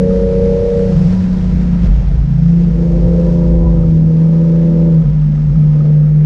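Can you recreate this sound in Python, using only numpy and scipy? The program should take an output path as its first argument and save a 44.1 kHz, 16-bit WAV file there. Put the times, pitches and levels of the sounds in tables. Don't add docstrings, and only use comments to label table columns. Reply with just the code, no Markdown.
import sys
import numpy as np
from scipy import signal
from scipy.io import wavfile
from scipy.ndimage import uniform_filter1d, minimum_filter1d

SR = 44100
rng = np.random.default_rng(int(sys.argv[2]) if len(sys.argv) > 2 else 0)


def volts_from_db(level):
    exponent = np.asarray(level, float) / 20
    return 10 ** exponent


def output_pcm(signal):
    pcm = np.clip(np.atleast_2d(signal).T, -1, 1) * 32767
    wavfile.write(sys.argv[1], SR, np.round(pcm).astype(np.int16))


N = 275625

# time_s, firing_hz
FIRING_RATE = [(0.0, 184.0), (0.25, 184.8), (0.7, 188.3), (1.0, 184.8), (1.25, 183.6), (1.75, 175.4),
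               (2.0, 172.0), (2.35, 164.3), (2.62, 171.2), (2.8, 168.8), (3.13, 170.7), (3.5, 169.6),
               (3.75, 166.5), (4.0, 159.6), (4.4, 164.8), (4.65, 165.9), (4.89, 164.9), (5.125, 151.5),
               (5.375, 149.2), (5.52, 151.4), (5.875, 150.3), (6.25, 152.0)]
# centre_s, swing_hz
LURCHES = [(.97, -14), (1.06, -16.5), (2.211, -14), (2.66, 4), (2.7, -5.5), (5.03, 7.5), (5.08, -12.5),
           (5.13, 6), (5.51, -10), (5.56, 12.5)]
# centre_s, change_db
NOTE_DIPS = [(1.01, 1.5), (2.7, -1), (5.04, -7), (5.12, -4.5), (5.54, -4), (5.84, -2)]
# time_s, note_db, middle_orders_db, growl_db
ENGINE_LEVELS = [(0, -15, -35.5, -14.5), (0.3, -17.5, -31.5, -14), (0.66, -23.5, -34, -13.5),
                 (0.84, -15.5, -54, -15), (0.95, -11, -56, -26), (1.12, -11.5, -54, -46),
                 (1.4, -14, -41.5, -52), (1.8, -12.5, -41, -44), (1.95, -23.5, -56, -49),
                 (2.18, -23, -51, -62.5), (2.3, -17, -49, -62), (2.45, -9, -54, -55), (2.56, -9, -32, -42),
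                 (2.72, -11.5, -35, -49), (2.82, -11.5, -27.5, -30), (3.0, -13, -27.5, -28),
                 (3.1, -11, -28.5, -21), (3.55, -11.5, -23, -22.5), (3.8, -11, -25.5, -28.5),
                 (3.98, -8, -23, -39.5), (4.25, -8.5, -27, -34), (4.36, -8.5, -27.5, -26.5),
                 (4.89, -9, -22.5, -24), (4.98, -6.5, -27, -35.5), (5.15, -9.5, -35, -49.5),
                 (5.5, -11, -34, -61.5), (5.6, -7, -34, -50), (5.87, -8, -30.5, -43.5),
                 (6.25, -8, -43.5, -38.5)]
# time_s, fifth_order_db, rush_db, roar_db
FIFTH_AND_GAS_LEVELS = [(0, -21.5, -40, -51), (0.85, -26, -30, -46.5), (0.95, -17, -29, -43),
                        (1.07, -14, -34.5, -41), (1.2, -35, -38, -40), (1.5, -22.5, -38, -45.5),
                        (2.1, -24, -50, -51), (2.4, -19.5, -46, -53), (2.7, -22, -34, -47),
                        (2.9, -25, -29, -48), (3.2, -22, -28.5, -44), (3.4, -22, -32.5, -37),
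                        (3.66, -22, -32, -31.5), (3.84, -23.5, -30, -36), (3.9, -30, -35, -53),
                        (4.2, -32.5, -34, -43.5), (4.9, -30.5, -34, -44.5), (5.3, -42, -47, -51),
                        (5.7, -38, -41, -50), (5.88, -34.5, -30.5, -54), (6.0, -41.5, -38.5, -56),
                        (6.25, -37, -44.5, -56)]
ROCKING_ORDERS = [(1, -6), (3, -8)]
# freq_hz, gain_db
PIPE_RESPONSE = [(200, -2), (250, -4.5), (280, -11.5), (310, -13), (335, 0), (372, 0.5), (415, -10),
                 (465, -0.5), (500, -2), (560, -7.5), (596, -10.5), (640, -27.5), (750, -28), (850, -27.5),
                 (935, -26), (1000, -32), (1120, -40)]
# centre_hz, pole_width_hz, relative_db
RUSH_BANDS = [(348, 75, -3.5), (475.5, 121, 1.5)]
# centre_hz, pole_width_hz, relative_db
ROAR_BANDS = [(738, 230, -7.5), (972.5, 51, -7.5)]
# time_s, drone_db, thud_db, pan_db
ROAD_LEVELS = [(0, -16, -22.5, -21.5), (0.7, -20, -24.5, -29.5), (1.1, -20, -21, -26),
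               (1.4, -18.5, -20, -30), (1.57, -14, -21.5, -28), (1.79, -17.5, -22.5, -22),
               (1.84, -3, -27, -20.5), (2.03, -11.5, -24.5, -35), (2.19, -5, -21, -34),
               (2.27, -16.5, -22.5, -28.5), (2.55, -17, -34, -29.5), (2.9, -11.5, -28.5, -28),
               (3.35, -17.5, -29.5, -27), (3.5, -11, -24, -31), (3.6, -8, -25, -35),
               (3.75, -14, -26.5, -29.5), (3.86, -18, -26.5, -30.5), (4.05, -19.5, -26.5, -28),
               (4.2, -26, -30.5, -25), (4.6, -20, -40, -28.5), (5.0, -21.5, -35, -27.5),
               (5.1, -18.5, -26.5, -27), (5.2, -18.5, -29, -30.5), (5.5, -16.5, -32, -25),
               (5.85, -25.5, -34.5, -30.5), (6.25, -22.5, -41, -28.5)]
# centre_s, thud_rise_db
ROAD_BUMPS = [(0.66, 2.5), (0.98, 11), (1.21, 4.5), (2.0, 10), (3.07, 19.5), (3.89, 4.5), (5.85, 11)]
# start_s, level_db
TRIM_KNOCKS = [(0.1067, -30), (0.196, -32), (1.6297, -40), (1.7475, -41), (2.2247, -34.5), (2.461, -35.5),
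               (2.5801, -38), (3.2217, -38), (4.2677, -37), (4.512, -43), (5.3765, -34.5), (5.494, -36),
               (5.556, -32.5), (5.76, -47), (5.8053, -28.5), (6.063, -40), (6.0977, -41)]
# time_s, floor_db
CHATTER_FLOOR = [(0, -42.5), (1, -52), (3.9, -54), (4.3, -44.5), (6.25, -49)]
# freq_hz, gain_db, t60_s
TRIM_MODES = [(1254, -1.5, 0.037), (1300, -4.5, 0.016), (2400, -13, .015)]
# time_s, relative_db, tilt_db_per_octave (above 2 kHz)
SPRAY_LEVELS = [(0, -45, 0.6), (.6, -43.5, 1.2), (1.05, -43, 1.4), (1.5, -44.5, 0.3), (1.87, -43, -0.9),
                (2.2, -47.5, -0.8), (2.7, -47, 0.3), (3.3, -48, 1.9), (4.0, -50.5, 1), (4.7, -48, 0.4),
                (5.1, -50.5, 0), (5.55, -49, 0), (6.25, -50, -1.5)]
# freq_hz, relative_db_per_hz
HISS_SPECTRUM = [(250, -5), (400, -5), (600, -6.5), (900, -14), (1100, -23), (1300, -16.5), (1900, -18.5),
                 (2600, -24), (4300, -28.5), (5300, -27.5), (7000, -37), (9000, -49.5), (12000, -68)]
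# centre_s, rise_db
PUDDLES = [(0.98, 2), (1.13, 2.5), (1.86, 2.5), (2.61, 3), (3.33, 1.5), (3.9, 1.5), (4.69, 0.5)]
# start_s, relative_db
GRIT_HITS = [(1.834, -31), (1.8444, -31), (1.865, -33)]


def set_rms(x, rms_db):
    return x * volts_from_db(rms_db) / np.sqrt(np.mean(x ** 2))


def resonance(x, centre_hz, pole_width_hz):
    b, a = signal.iirpeak(centre_hz, centre_hz / pole_width_hz, fs=SR)
    once = signal.lfilter(b, a, x)
    return signal.lfilter(b, a, once)


def walk(rate_hz):
    hold = int(SR / rate_hz)
    steps = np.repeat(rng.standard_normal(N // hold + 1), hold)
    return 1.08 * uniform_filter1d(uniform_filter1d(steps, hold), hold)[:N]


def curves(table):
    time_s, *columns = np.transpose(table)
    return [np.interp(np.arange(N) / SR, time_s, c) for c in columns]


def response_db(points, hz):
    freq_hz, db = np.transpose(points)
    return np.interp(np.log(hz), np.log(freq_hz), db)


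def pulses(table, half_s):
    t = np.arange(N) / SR
    return sum(size * np.exp(-((t - centre_s) / half_s) ** 2) for centre_s, size in table)


def road():
    drone_db, thud_db, pan_db = curves(ROAD_LEVELS)
    drone_db = drone_db + 1.5 * walk(13)
    thud_db = thud_db + pulses(ROAD_BUMPS, half_s=0.03) + 2.1 * walk(9)
    return drone_db, thud_db, pan_db + 2.4 * walk(20)


def order(cycle_rad, count, db, waver_db, slip_rad):
    size = np.sqrt(2) * volts_from_db(db + waver_db * walk(14))
    start_rad = 2 * np.pi * rng.random()
    return size * np.sin(count * cycle_rad + slip_rad * walk(9) + start_rad)


def upper_orders(cycle_rad, firing_hz, middle_db, growl_db):
    both_db, bank_db, single_db = -0.5, -0.63, -14.5
    out = 0
    for k in range(7, 37):
        if k % 6 == 0:
            share_db = both_db
        elif k % 3 == 0:
            share_db = bank_db
        else:
            share_db = single_db
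        if k < 14:
            load_db = middle_db
        elif k < 21:
            load_db = growl_db
        else:
            load_db = (middle_db + growl_db) / 2
        db = load_db + share_db + response_db(PIPE_RESPONSE, firing_hz * k / 6)
        out = out + order(cycle_rad, k, db, waver_db=0.7, slip_rad=0.06)
    return out


def gas(cycle_rad, rush_db, roar_db):
    puffs = rng.standard_normal(N) * (1 + 0.099 * np.cos(cycle_rad * 3))
    rush = sum(set_rms(resonance(puffs, hz, width_hz), db) for hz, width_hz, db in RUSH_BANDS)
    roar = sum(set_rms(resonance(puffs, hz, width_hz), db) for hz, width_hz, db in ROAR_BANDS)
    return volts_from_db(rush_db + 1.1 * walk(11)) * rush + volts_from_db(roar_db + 3.2 * walk(15)) * roar


def engine(thud_db):
    firing_hz, = curves(FIRING_RATE)
    note_db, middle_db, growl_db = curves(ENGINE_LEVELS)
    fifth_db, rush_db, roar_db = curves(FIFTH_AND_GAS_LEVELS)
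    cycle_rad = 2 * np.pi * np.cumsum(firing_hz / 6) / SR
    swing_hz = pulses(LURCHES, half_s=0.025)
    lurched_rad = cycle_rad + 2 * np.pi * np.cumsum(swing_hz / 6) / SR
    note_db = note_db + pulses(NOTE_DIPS, half_s=0.02)
    out = order(lurched_rad, 6, note_db, waver_db=0.82, slip_rad=0.14)
    out = out + order(cycle_rad, 5, fifth_db, waver_db=4.5, slip_rad=0.5)
    for k, db in ROCKING_ORDERS:
        out = out + order(cycle_rad, k, thud_db + db, waver_db=3.5, slip_rad=0.64)
    out = out + upper_orders(cycle_rad, firing_hz, middle_db, growl_db)
    return out + gas(cycle_rad, rush_db, roar_db)


def shell(drone_db, thud_db, pan_db):
    push = rng.standard_normal((4, N))
    drone = resonance(push[0], centre_hz=52.8, pole_width_hz=12)
    power = uniform_filter1d(drone ** 2, int(0.023 * SR))
    drone = drone / (power + 0.046 * np.mean(drone ** 2)) ** 0.36
    sway = resonance(push[3], centre_hz=44, pole_width_hz=30)
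    thud = resonance(push[1] * volts_from_db(1.5 * walk(12)), centre_hz=100, pole_width_hz=62)
    pan = resonance(push[2] * volts_from_db(1.6 * walk(13)), centre_hz=199, pole_width_hz=52.6)
    out = volts_from_db(drone_db) * set_rms(drone, -1.7)
    out = out + volts_from_db(0.6 * (drone_db + thud_db)) * set_rms(sway, -4.5)
    out = out + volts_from_db(thud_db) * set_rms(thud, -1.5)
    return out + volts_from_db(pan_db) * set_rms(pan, 1.6)


def rattle():
    chatter_per_s, attack_s = 90, 0.0014
    start_s, db = np.transpose(TRIM_KNOCKS)
    chatter_db = curves(CHATTER_FLOOR)[0] + 2.5 * rng.exponential(size=N)
    knocks = (rng.random(N) < chatter_per_s / SR) * volts_from_db(chatter_db)
    knocks[(start_s * SR).astype(int)] = volts_from_db(db)
    t = np.arange(2400) / SR
    ring = 0
    for hz, gain_db, t60_s in TRIM_MODES:
        ring = ring + volts_from_db(gain_db) * np.sin(2 * np.pi * hz * t) * np.exp(-np.log(1000) * t / t60_s)
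    return signal.fftconvolve(knocks, ring * (1 - np.exp(-t / attack_s)))[:N]


def spray():
    shared_flicker_db, own_flicker_db = 0.4, 0.8
    hiss_db, tilt_db = curves(SPRAY_LEVELS)
    shared = walk(25)
    grain_db = 3.9 * np.minimum(rng.exponential(size=N // 128 + 1), 4.5)
    grains = volts_from_db(grain_db).repeat(128)[:N]
    out = 0
    for hz in 280 * 2 ** np.arange(0, 5.5, 1 / 4):
        noise = rng.standard_normal(N) * (1 + 0.14 * grains)
        band_db = response_db(HISS_SPECTRUM, hz) + 10 * np.log10(hz)
        flicker_db = shared_flicker_db * shared + own_flicker_db * walk(8.2)
        bright_db = tilt_db * max(np.log2(hz / 2000), 0)
        out = out + set_rms(resonance(noise, hz, hz / 4), band_db) * volts_from_db(flicker_db + bright_db)
    return volts_from_db(hiss_db + pulses(PUDDLES, half_s=0.018)) * set_rms(out, 7.93)


def grit():
    decay_s = 0.0021
    t = np.arange(400) / SR
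    out = np.zeros(N + len(t))
    for start_s, db in GRIT_HITS:
        start = int(start_s * SR)
        crack = rng.standard_normal(len(t)) * np.exp(-t / decay_s)
        out[start:start + len(t)] += volts_from_db(db + 1.0) * crack
    return resonance(resonance(out[:N], 3300, 4000), 3300, 4000)


def scene():
    drone_db, thud_db, pan_db = road()
    out = engine(thud_db) + shell(drone_db, thud_db, pan_db)
    return (out + rattle() + spray() + grit())[None]


def low_pass(x):
    return signal.sosfilt(signal.butter(12, 15710, fs=SR, output="sos"), x)


def record(dry):
    window, ceiling = int(0.06 * SR), 0.94
    x = signal.sosfilt(signal.butter(2, 22, "highpass", fs=SR, output="sos"), dry)
    x = signal.sosfilt(signal.butter(5, 11300, fs=SR, output="sos"), x)
    peak = -minimum_filter1d(-np.abs(x[0]), window)
    gain = uniform_filter1d(np.minimum(1, ceiling / peak), window)
    return low_pass(x * gain)


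dry = scene()
out = record(dry)
output_pcm(out)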